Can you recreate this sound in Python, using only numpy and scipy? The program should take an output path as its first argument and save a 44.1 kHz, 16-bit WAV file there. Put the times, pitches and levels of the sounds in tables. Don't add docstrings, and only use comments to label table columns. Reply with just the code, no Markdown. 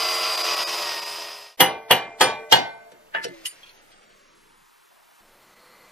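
import sys
import numpy as np
from scipy import signal
from scipy.fft import rfft, irfft, next_fast_len
from scipy.io import wavfile
from scipy.ndimage import uniform_filter1d, map_coordinates

SR = 44100
rng = np.random.default_rng(int(sys.argv[2]) if len(sys.argv) > 2 else 0)


def to_linear_factor(level_db):
    exponent = np.asarray(level_db, float) / 20
    return 10 ** exponent


def unload_wav(signal):
    wavfile.write(
        sys.argv[1],
        SR,
        np.round(np.clip(np.atleast_2d(signal).T, -1, 1) * 32767).astype(np.int16),
    )


N = 260631

# time [s], frequency [Hz].
MESH_PITCH = [(0, 1023), (.33, 1019), (.45, 1008), (.52, 980), (.63, 966), (.72, 972), (.8, 962),
              (.88, 942), (1.0, 928), (1.15, 934), (1.58, 932)]
# time [s], level [dB].
TOOTH_LOAD = [(0, 2), (.2, 2), (.3, -5), (.48, -5), (.55, 3), (.66, 2), (.75, -5), (.85, -2), (.92, 4),
              (1.06, 3), (1.15, -4), (1.3, 2)]
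CHUCK_ORDERS = [12, 16, 20, 24, 28, 32, 33, 36, 40, 48, 49, 52, 57, 60, 80]
CHUCK_ORDER_DB = [-22, -9, -2, -9.5, -1, -2.5, -11.5, -6, -21, -7.5, 0.5, -1, -5.5, -3, -13.5]
# time [s], frequency [Hz].
WHINE_PITCH = [(0, 4840), (.24, 4835), (.37, 4805), (.44, 4875), (.6, 4930), (.74, 4995), (.85, 4965),
               (.95, 5018), (1.58, 5035)]
# time [s], drag [s], sag of the whine [Hz].
BITES = [(.085, .06, 28), (.17, .04, 28), (.3, .04, 28), (.465, .025, 40), (.686, .085, 155),
         (.884, .035, 105), (1.046, .09, 150), (1.16, .04, 60), (1.21, .04, 50), (1.34, .04, 35)]
# share of the whine pitch [ratio], level over the casing [dB].
ROTOR_TONES = [(.525, -13), (0.61, -19), (.485, -20)]
# frequency [Hz], density [dB per Hz].
CASING_ROAR = [(20, -23), (65, -40), (120, -20.5), (294, -25.5), (348, -6), (392, -17), (442, -14.5),
               (487, -10), (590, -4), (1050, -5), (1400, -5.5), (1650, -10), (2550, -4), (4540, -6.5),
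               (4880, -1.5), (6200, -12.5), (8060, -42), (13600, -120)]
# frequency [Hz], density [dB per Hz].
BRISTLE_HISS = [(4500, -61.5), (5800, -3.5), (7000, -1.5), (8200, -2.5), (9000, -4), (10000, -3.5),
                (15000, -7.5)]
# centre [s], half length [s], hiss level [dB].
HISS_STALLS = [(.367, .007, -20), (.431, .008, -20), (.558, .006, -20), (.655, .015, -32),
               (1.01, .008, -18), (1.05, .008, -17), (5.552, .007, -16)]
# frequency [Hz], density [dB per Hz].
SHOP_HUM = [(8.8, -25.5), (15, 8), (19, 12.5), (30, -12.5), (60, -18), (226, -7), (276, -12.5), (319, -6.5),
            (568, -5.5), (758, -7), (1010, -5.5), (2270, -12), (7000, -20.5), (14800, -22)]
# centre [Hz], width [Hz], level [dB].
FAR_MACHINE = [(502, 47, -2.5), (1190, 420, -8), (2020, 200, -5.5), (2350, 29, -5), (4290, 490, -10.5)]
# start [s], peak [dB], splash [dB], brightness above the knee [dB].
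HAMMER_BLOWS = [
    (1.605, 3.5, -12.5, -3),
    (1.91, 3, -19.5, -5.5),
    (2.211, 4, -23, 1),
    (2.523, 3.5, -22.5, 3.5),
]
# frequency [Hz], density [dB per Hz].
BLOW_CLANG = [(60, -65.5), (120, -24), (200, -17.5), (372, -5.5), (509, -7), (628, -9.5), (878, -2),
              (1150, -15.5), (1830, -8), (2500, -14), (3150, -6.5), (3800, -10.5), (5560, -16.5),
              (11000, -32.5), (14800, -40), (15500, -69)]
# frequency [Hz], density [dB per Hz].
BLOW_SPLASH = [(6000, -39.0), (9000, -9.5), (10000, -6.0), (13000, -8.0), (14800, -11.5), (15400, -39.5)]
# frequency [Hz], t60 [s].
CONTACT_DECAY = [(100, 0.55), (260, 0.36), (700, 0.38), (1840, 0.31), (4850, 0.23), (12800, 0.13)]
# frequency [Hz], t60 [s], level at each of the four blows [dB].
BENCH_MODES = [(446.5, 1.4, -34.5, -36, -31, -44), (608, 1.3, -38, -36.5, -33.5, -38.5),
               (686, 1, -34, -33, -34.5, -34), (899, 0.64, -26, -30, -23.5, -25),
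               (1138, 0.52, -29, -29.5, -24, -36), (1530, 0.58, -31.5, -32, -25.5, -24),
               (2020, 1.1, -44, -46, -40, -57.5), (2095, 0.67, -31.5, -31, -36, -31.5),
               (2388, 0.73, -30.5, -29.5, -27.5, -39)]
# frequency [Hz], level [dB], t60 [s].
LEG_MODES = [(125.4, -33.5, 0.39), (173.5, -32, 0.27)]
CLAMP_PITCH = [388, 516, 741, 785, 840, 897, 966, 1252, 1400, 1632, 1696, 1850, 2047, 2390, 2735, 2900,
               3005, 3200, 3287, 3400, 3600, 4264, 4716, 5230, 6200]
# t60 [s], level at each of the four blows [dB].
CLAMP_RING = [(0.16, -21, -27, -24.5, -26), (0.22, -14, -19, -16.5, -28.5), (.24, -18.5, -18, -21, -18.5),
              (0.46, -20, -22.5, -22.5, -23), (0.28, -20, -25, -24, -23.5),
              (0.13, -16.5, -18.5, -18.5, -11), (0.25, -17.5, -22, -22, -20.5),
              (0.17, -22.5, -26.5, -15, -38), (.25, -25.5, -30, -33, -33.5),
              (0.16, -29.5, -31.5, -26.5, -18), (.25, -27.5, -31, -22.5, -29),
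              (0.18, -17.5, -24.5, -20, -20.5), (0.25, -19.5, -26.5, -25.5, -27),
              (0.16, -33, -32, -28.5, -44), (0.12, -20.5, -20.5, -34, -28.5),
              (0.17, -8.5, -13, -30.5, -10.5), (0.24, -18, -20, -27.5, -24), (.05, -12, -15.5, -11, -5.5),
              (0.1, -12.5, -12, -10, -7.5), (0.054, -14, -17, -11, -11.5), (0.089, -29, -28, -18.5, -30.5),
              (0.26, -36, -38.5, -31, -21), (.24, -35.5, -43, -31.5, -27.5),
              (0.095, -31, -37, -27.5, -28.5), (0.17, -40.5, -46, -36, -35)]
PUNCH_PITCH = [7295, 8161, 8705, 9017, 9512, 9625, 9964, 10200, 11300, 12070, 12400, 12766, 13130, 13680,
               14570, 14914]
# t60 [s], level at each of the four blows [dB].
PUNCH_RING = [(.1, -50.5, -50, -39.5, -21.5), (.11, -50.5, -39, -40.5, -35.5), (0.13, -18.5, -25, -16, -29),
              (0.19, -32, -39.5, -38.5, -47.5), (0.085, -24.5, -33.5, -35.5, -37),
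              (0.1, -24.5, -36.5, -38, -42.5), (.12, -31, -34, -37, -42), (0.16, -28.5, -32.5, -39.5, -42),
              (0.13, -30.5, -32, -39.5, -39), (.12, -25, -32, -39, -37.5), (0.035, -10, -8, -30, -27),
              (0.13, -15, -17.5, -29, -22.5), (.13, -21, -24.5, -45, -33.5),
              (.11, -31.5, -32.5, -47.5, -44), (.05, -21, -27.5, -46.5, -43.5), (.06, -32.5, -49, -45, -55)]
# start [s], peak [dB], thud [dB], head [dB], scrape [dB].
HAMMER_LAID = [
    (2.92, -47.5, 12, -6, -4),
    (3.149, -20.5, -11, 3.5, -30),
    (3.16, -34.5, -20, 4.5, -42.5),
    (3.177, -32.5, 5, 0, -26),
    (3.243, -28.5, -35, -7, 2),
    (3.247, -28, 9.5, -30.5, -19),
    (3.264, -39, 12.5, -28, -25),
    (3.284, -37, 7, -8, -8),
]
# frequency [Hz], level [dB], t60 [s].
HEAD_MODES = [(667, 0, 0.05), (898, -6, 0.2), (1534, 0, 0.09), (1739, 2, 0.24), (2056, -9, 0.45),
              (1930, 0, 0.05), (2890, -3, .1), (3350, -8, 0.06)]
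# frequency [Hz], level [dB], t60 [s].
THUD_MODES = [(150, -21, .2), (200, -16, .22), (330, -18, .3), (430, -12, .5), (510, 1, .08),
              (720, -17, .5)]
# frequency [Hz], level [dB], t60 [s].
CLAW_MODES = [(3000, -3, .08), (5600, -3, .09), (8100, -7, .07), (10000, -5, .04)]
# frequency [Hz], density [dB per Hz].
HEAD_CONTACT = [(90, -45), (250, -13), (900, -8), (1700, 9), (3200, -6.5), (7000, -41), (16000, -80)]
SCRAPE = [(300, -41.0), (1500, -3.5), (3500, -3.5), (11000, -14.0), (14500, -30.0), (15500, -75)]
# time [s], level [dB].
GLOVE_MOTION = [(3.3, -59), (3.52, -54.5), (3.7, -60), (3.85, -66), (4.2, -63), (4.5, -74)]
# frequency [Hz], density [dB per Hz].
PAPER_RUSTLE = [(500, -36), (1200, -10), (2000, 3.5), (3500, -2.5), (6500, -5.5), (10000, -33)]
# start [s], peak [dB], high ring [dB].
PUNCH_DROPPED = [
    (3.458, -15, -14),
    (3.464, -19, -9),
    (3.478, -31, -12),
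    (3.513, -43, -12),
]
# frequency [Hz], level [dB], t60 [s].
ROD_MODES = [(2000, -19, .08), (2923, 4, .04), (3187, -12, .07), (4716, -20, .15), (7111, -11, .14),
             (9146, -4, .14), (11050, -5, .11), (11820, -11, .1), (14870, -19, .09)]
# frequency [Hz], density [dB per Hz].
ROD_CONTACT = [(200, -70), (700, -41), (2500, -5.5), (5000, -7.0), (9000, -9), (14500, -18), (15300, -68)]
PART_CONTACT = [(200, -40), (800, -8), (3000, 7.5), (11000, -12.5), (15000, -46)]
# start [s], peak [dB], rustle [dB].
PARTS_TOUCHED = [(3.6316, -35, -22), (3.6654, -39.5, -15.5), (3.693, -36.5, -19.5), (3.7744, -54, -12),
                 (3.921, -50, -8), (4.1075, -57, -5)]
# frequency [Hz], level [dB], t60 [s].
PART_MODES = [(1390, -13, 0.34), (2567, -5, 0.13), (3270, 4.5, 0.084), (4300, 2, 0.056)]
# frequency [Hz], side over mid [dB].
STEREO_SPREAD = [(60, -2), (110, -2.5), (200, -8.5), (380, -5), (700, -9.5), (1290, -4.5), (2380, -3),
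                 (4400, 2.5), (8120, 11.5), (15000, -4.5)]
# start [s], side over mid [dB], share of the spread [ratio], side top [Hz].
STEREO_WIDTH = [(0, -19, 0.16, 9500), (.155, -82, 0, 9000), (1.575, -5, 0.91, 17200), (2.5, 1, -0.2, 17500),
                (4, -2.5, -1, 5120), (5.22, -79, -0.072, 5000), (5.73, -18, 0.28, 8930)]
# start [s], length [s], start, last low, last high [Hz].
CHANNEL_SLIPS = [(1.612, .288, 7800, 6500, 8500), (1.72, .18, 8500, 8500, 8700),
                 (1.92, .04, 7700, 7900, 7500), (1.67, .05, 13300, 14000, 12700),
                 (2.78, .08, 9000, 8500, 9400), (1.99, .19, 11800, 11600, 12800),
                 (2.04, .13, 13000, 12500, 14500), (2.23, .1, 14500, 14200, 20000),
                 (2.54, .07, 14300, 14300, 20000), (2.7, .15, 13800, 13700, 14000),
                 (3.39, .06, 950, 880, 980), (3.45, .075, 600, -2500, 1000), (3.45, .075, 850, 600, 950),
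                 (3.145, .02, 8500, 7500, 9500), (3.7, .85, 1200, 500, 700), (4.45, .45, 650, 300, 820),
                 (4.55, .66, 450, -1500, 600), (3.62, .19, 7000, 8000, 9500),
                 (3.55, .05, 15500, 14000, 20000), (3.755, .055, 14800, 10500, 20000),
                 (3.81, .11, 12800, 12600, 13600), (2.05, .12, 9500, 8800, 11000),
                 (3.92, .14, 9800, 11600, 400000), (4.06, .29, 9500, 7800, 400000),
                 (4.35, .23, 13200, 13400, 400000), (4.58, .12, 13400, 16000, 400000)]

TOP_HZ = 15000
STREAK_DB, STREAK_HZ = 3.5, 5300
TEETH = 45
MESH_DB, OCTAVE_DB, MESH_SWING_DB = -10, -12, 1.8
RECOVER_S = .02
CASING_DB, BRISTLE_DB, WHINE_DB = -27.5, -9.5, -0.1
FADE_FROM_S, FADE_TO_S = 0.54, 1.571
CUT_S = 1.574
HUM_DB, STIR_S, STIR_DB, SETTLE_S = -57.5, 3.45, 8, 0.049
AWAKE_DB = 1
NEXT_S, NEXT_RISE_S, NEXT_DB, FAR_DB = 5.005, 0.65, 4.5, -56
KNEE_HZ = 3500
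LEAD_S = .028
THUD_SAG, SAG_S = .25, .05


def unit(x):
    return x / np.sqrt(np.mean(x ** 2) + 1e-20)


def along(points, hz):
    f, v = np.transpose(points)
    return np.interp(np.log(hz + 1), np.log(f + 1), v)


def curves(rows):
    s, *cols = np.transpose(rows)
    return [np.interp(np.arange(N) / SR, s, c) for c in cols]


def wobble(rate):
    knots = rng.standard_normal(int(N * rate / SR) + 4)
    return map_coordinates(knots, [np.arange(N) * rate / SR])


def patches(shape, high, long):
    field = uniform_filter1d(rng.standard_normal(shape), size=high, axis=0)
    return unit(uniform_filter1d(field, size=long, axis=1))


def noise(gain, size):
    hz, t, z = signal.stft(rng.standard_normal(size), SR, nperseg=256)
    return signal.istft(z * gain(hz[:, None], t), SR, nperseg=256)[1][:size]


def coloured(spectrum, kept=1, size=N):
    padded = next_fast_len(size)
    hz = np.fft.rfftfreq(padded, 1 / SR)
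    comb = (rng.random(SR // 40) < kept)[(hz // 40).astype(int)]
    z = rfft(rng.standard_normal(size), padded) * to_linear_factor(along(spectrum, hz)) * comb * (hz < TOP_HZ)
    return unit(irfft(z)[:size])


def tone(hz, rough_hz):
    cycles = np.cumsum(hz + rough_hz * wobble(60)) / SR + rng.random()
    return np.sqrt(2) * np.sin(2 * np.pi * cycles)


def stuttering(spectrum, share, stalls):
    t, out = np.arange(-2048, 2048) / SR, coloured(spectrum)
    for s, half, db in stalls:
        dip = to_linear_factor(share * db * np.exp(-(t / half) ** 4))
        near = slice(round(s * SR) - len(t) // 2, round(s * SR) + len(t) // 2)
        narrow = coloured(spectrum, kept=.16, size=len(t))
        out[near] = dip * out[near] + to_linear_factor(-5) * (1 - dip) * narrow
    return out


def ring(modes, t, rise, scatter_db, rough, size=350, sag=0):
    hz, db, t60 = np.transpose(modes)[:, :, None]
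    draw = rng.standard_normal((len(modes), 2, 1))
    flutter = 1 + rough * patches((len(modes), len(t)), 1, size)
    decay = to_linear_factor(db + scatter_db * draw[:, 0] - 60 * t / t60)
    slowed = t - sag * (t - SAG_S * (1 - np.exp(-t / SAG_S)))
    waves = decay * flutter * np.sin(2 * np.pi * (hz * slowed + draw[:, 1]))
    return waves.sum(0) * (1 - np.exp(-t / rise))


def burst(spectrum, size, quick, lead, patchy_db=3.0):
    t = np.arange(size) / SR - LEAD_S

    def gain(hz, s):
        streaks_db = patchy_db * patches((len(hz), len(s)), 1, 30)
        dying_db = 60 * np.maximum(s - LEAD_S, 0) / (quick * along(CONTACT_DECAY, hz))
        return to_linear_factor(along(spectrum, hz) + streaks_db - dying_db)

    puff = noise(gain, size)
    puff = signal.lfilter(*signal.butter(2, 80 / SR * 2, "high"), puff)
    before = np.minimum(t, 0)
    swell = np.exp(before / lead) + to_linear_factor(-25) * np.exp(before / .013)
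    contact = puff[(t > 0) & (t < .01)]
    return puff / np.sqrt(np.mean(contact ** 2)) * np.minimum(swell, 1)


def add(track, sound, s):
    track[round(s * SR):][:len(sound)] += sound


def whine():
    t, hz = np.arange(N) / SR, curves(WHINE_PITCH)[0]
    for s, drag, sag_hz in BITES:
        dragging = np.clip(1 + (t - s) / drag, 0, 1)
        hz = hz - sag_hz * np.where(t < s, dragging, np.exp(-np.abs(t - s) / RECOVER_S))
    return hz


def drill():
    t, mesh, motor_hz = np.arange(N) / SR, curves(MESH_PITCH)[0], whine()
    chuck = mesh / TEETH
    gears = to_linear_factor(MESH_DB + MESH_SWING_DB * wobble(6)) * tone(mesh, rough_hz=1.9)
    gears += to_linear_factor(OCTAVE_DB + curves(TOOTH_LOAD)[0] + wobble(6)) * tone(2 * mesh, rough_hz=6)
    for k, db in zip(CHUCK_ORDERS, CHUCK_ORDER_DB):
        gears += to_linear_factor(-13) * to_linear_factor(db + k / 14 * wobble(14)) * tone(k * chuck, rough_hz=.004 * k * k + 1.5)
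    lull_db = sum(.6 * db * np.exp(-((t - s) / half) ** 4) for s, half, db in HISS_STALLS)
    gears = to_linear_factor(.4 * lull_db) * gears
    for share, db in ROTOR_TONES:
        gears += to_linear_factor(lull_db + db + 2.5 * wobble(18)) * tone(share * motor_hz, rough_hz=28)
    rough_hz = np.interp(t, [.4, 1], [11, 5])
    motor = to_linear_factor(WHINE_DB - 2.5 * t + 1.3 * wobble(25)) * tone(motor_hz, rough_hz)
    beat = np.sin(2 * np.pi * np.cumsum(4 * chuck) / SR)
    casing = to_linear_factor(1.0 + 0.92 * beat + .7 * wobble(12)) * stuttering(CASING_ROAR, 0.95, HISS_STALLS[:-1])
    casing *= to_linear_factor(1.2 * wobble(150))
    bristles = to_linear_factor(BRISTLE_DB + 0.6 * wobble(500) + 0.45 * wobble(16.3))
    bristles *= stuttering(BRISTLE_HISS, 0.45, HISS_STALLS[:-1])
    fade = np.clip((FADE_TO_S - t) / (FADE_TO_S - FADE_FROM_S), 0, 1) * (t < CUT_S)
    return to_linear_factor(CASING_DB) * fade * (casing + bristles + gears + motor)


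def shop():
    hz, t = np.geomspace(200, 8000, num=200), np.arange(N) / SR
    bands = sum(to_linear_factor(db) / (1 + (2 * (hz - c) / w) ** 2) for c, w, db in FAR_MACHINE)
    coming = np.clip((t - NEXT_S) / NEXT_RISE_S, 0, 1)
    far = coloured(np.c_[hz, 20 * np.log10(bands)]) * to_linear_factor(FAR_DB) * coming ** 2
    stir_db = STIR_DB * np.exp(-np.abs(t - STIR_S) / SETTLE_S) + AWAKE_DB * (t > STIR_S)
    hum = to_linear_factor(HUM_DB + stir_db + NEXT_DB * coming + 1.3 * wobble(1.9)) * (t > CUT_S)
    return hum * stuttering(SHOP_HUM, 0.5, HISS_STALLS[-1:]) + far


def hammer():
    out, t = np.zeros(N + SR), np.arange(3 * SR // 4) / SR
    short = t[:len(t) // 2]
    for k, (s, db, splash_db, bright_db) in enumerate(HAMMER_BLOWS):
        def struck(modes):
            return np.array(modes)[:, [0, 2 + k, 1]]

        clang = [(hz, level + bright_db * (hz > KNEE_HZ)) for hz, level in BLOW_CLANG]
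        tail = burst(clang, len(t), quick=1.165, lead=0.00051, patchy_db=2.5)
        crack = burst(clang, len(short), quick=0.24, lead=0.0024)
        splash = burst(BLOW_SPLASH, len(short), quick=1.1, lead=0.0015, patchy_db=6.5)
        add(out, to_linear_factor(db - 18.5) * tail, s - LEAD_S)
        add(out, to_linear_factor(db - 16.5) * crack, s - LEAD_S)
        add(out, to_linear_factor(db + splash_db - 11.5) * splash, s - LEAD_S)
        bench = ring(struck(BENCH_MODES), t, rise=.004, scatter_db=0, rough=.4, size=1600)
        legs = ring(LEG_MODES, short, rise=0.012, scatter_db=2.0, rough=0.54, size=1500)
        clamp_modes = struck(np.c_[CLAMP_PITCH, CLAMP_RING])
        clamp = ring(clamp_modes, short, rise=.002, scatter_db=0, rough=.3, size=500)
        punch_modes = struck(np.c_[PUNCH_PITCH, PUNCH_RING])
        punch = ring(punch_modes, short, rise=.002, scatter_db=0, rough=.45)
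        add(out, bench, s)
        add(out, legs, s)
        add(out, to_linear_factor(1.5) * clamp, s)
        add(out, to_linear_factor(0.5) * punch, s)
    return out[:N]


def lay_hammer(out, t):
    for s, db, thud_db, head_db, scrape_db in HAMMER_LAID:
        head = ring(HEAD_MODES, t, rise=.001, scatter_db=1, rough=.35)
        thud = ring(THUD_MODES, t, rise=0.0024, scatter_db=1, rough=0.2, size=1400, sag=THUD_SAG)
        contact = burst(HEAD_CONTACT, len(t), quick=0.6, lead=0.004)
        scrape = burst(SCRAPE, len(t), quick=0.42, lead=0.0071)
        claw = ring(CLAW_MODES, t, rise=.004, scatter_db=3.0, rough=.5)
        add(out, to_linear_factor(db + head_db - 7) * head, s - .001)
        add(out, to_linear_factor(db + thud_db - 6.0) * thud, s)
        add(out, to_linear_factor(db + head_db - 11) * contact, s - LEAD_S)
        add(out, to_linear_factor(db + scrape_db - 5.5) * scrape, s - LEAD_S)
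        add(out, to_linear_factor(db + scrape_db - 6) * claw, s - .002)


def drop_punch(out, t):
    for s, db, high_db in PUNCH_DROPPED:
        low = ring(ROD_MODES[:4], t, rise=0.001, scatter_db=1.0, rough=0.3, size=150)
        high = ring(ROD_MODES[4:], t, rise=.004, scatter_db=1, rough=.3)
        contact = burst(ROD_CONTACT, len(t), quick=0.3, lead=0.003)
        add(out, to_linear_factor(db - 4.5) * low, s - .002)
        add(out, to_linear_factor(db + high_db + 3) * high, s - .002)
        add(out, to_linear_factor(db - 18.5) * contact, s - LEAD_S)


def touch_parts(out, t):
    for s, db, rustle_db in PARTS_TOUCHED:
        parts = ring(PART_MODES, t, rise=.005, scatter_db=2, rough=0.48)
        rustle = burst(PART_CONTACT, len(t), quick=0.6, lead=0.006)
        add(out, to_linear_factor(db - 10) * parts, s - .002)
        add(out, to_linear_factor(db + rustle_db + 1) * rustle, s - LEAD_S)


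def tools():
    out, t = np.zeros(N + SR), np.arange(SR // 3) / SR
    lay_hammer(out, t)
    drop_punch(out, t)
    touch_parts(out, t)
    return out[:N]


def gloves():
    t = np.arange(N) / SR
    moving = (t > GLOVE_MOTION[0][0]) & (t < GLOVE_MOTION[-1][0])
    level_db = curves(GLOVE_MOTION)[0] + 1.6 * wobble(25) + 1.7 * wobble(300)
    return moving * to_linear_factor(level_db) * coloured(PAPER_RUSTLE)


def slipping(hz, t):
    inside = np.zeros(hz.shape, bool)
    for s, length, start, low, high in CHANNEL_SLIPS:
        u = (t - s) / length
        above = hz > .92 * start + u * (low - start)
        below = hz < 1.08 * start + u * (high - start)
        inside |= (u > 0) & (u < 1) & above & below
    return inside


def compressed_stereo(mono):
    hz, t, mid = signal.stft(mono, SR, nperseg=1024)
    hz = hz[:, None]
    starts, *columns = np.transpose(STEREO_WIDTH)
    stretch = np.maximum(np.searchsorted(starts, t) - 1, 0)
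    side_db, share, top = (c[stretch] for c in columns)
    turn = to_linear_factor(side_db + share * (along(STEREO_SPREAD, hz) + 3.0)) * (hz < top)
    turn = turn * np.tanh(3.1 * patches(mid.shape, 8, 24))
    edge = hz * (1 + .03 * patches(mid.shape, 6, 8))
    loose = patches(mid.shape, 7, 12)
    held = (loose < -1) & (t > 4.03) & (t < 4.36) & (hz > 7000)
    stray = (loose > 1.35) & (hz > 3500) & (t > 1.62) & (t < 4.2)
    slipped = slipping(edge, t) & ~held | stray
    streaked = (hz > STREAK_HZ) * ((t < CUT_S) | (t > 3.6))
    mid = mid * to_linear_factor(STREAK_DB * patches(mid.shape, 2, 5) * streaked - 0.5)
    side = 1j * mid * np.where(slipped, 1, turn)
    mid = np.where(slipped, to_linear_factor(np.where(hz < 2000, -14, -42)) * mid, mid)
    return signal.istft(np.array([mid + side, mid - side]), SR, nperseg=1024)[1][:, :N]


def scene():
    return compressed_stereo(drill() + shop() + hammer() + tools() + gloves())


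def low_pass(x):
    return signal.sosfilt(signal.butter(12, 15690, fs=SR, output="sos"), x)


def record(dry):
    heard = signal.lfilter(*signal.butter(1, 20 / SR * 2, "high"), dry)
    mix = np.clip(0.89 * heard, -1, 1)
    return low_pass(mix)


dry = scene()
out = record(dry)
unload_wav(out)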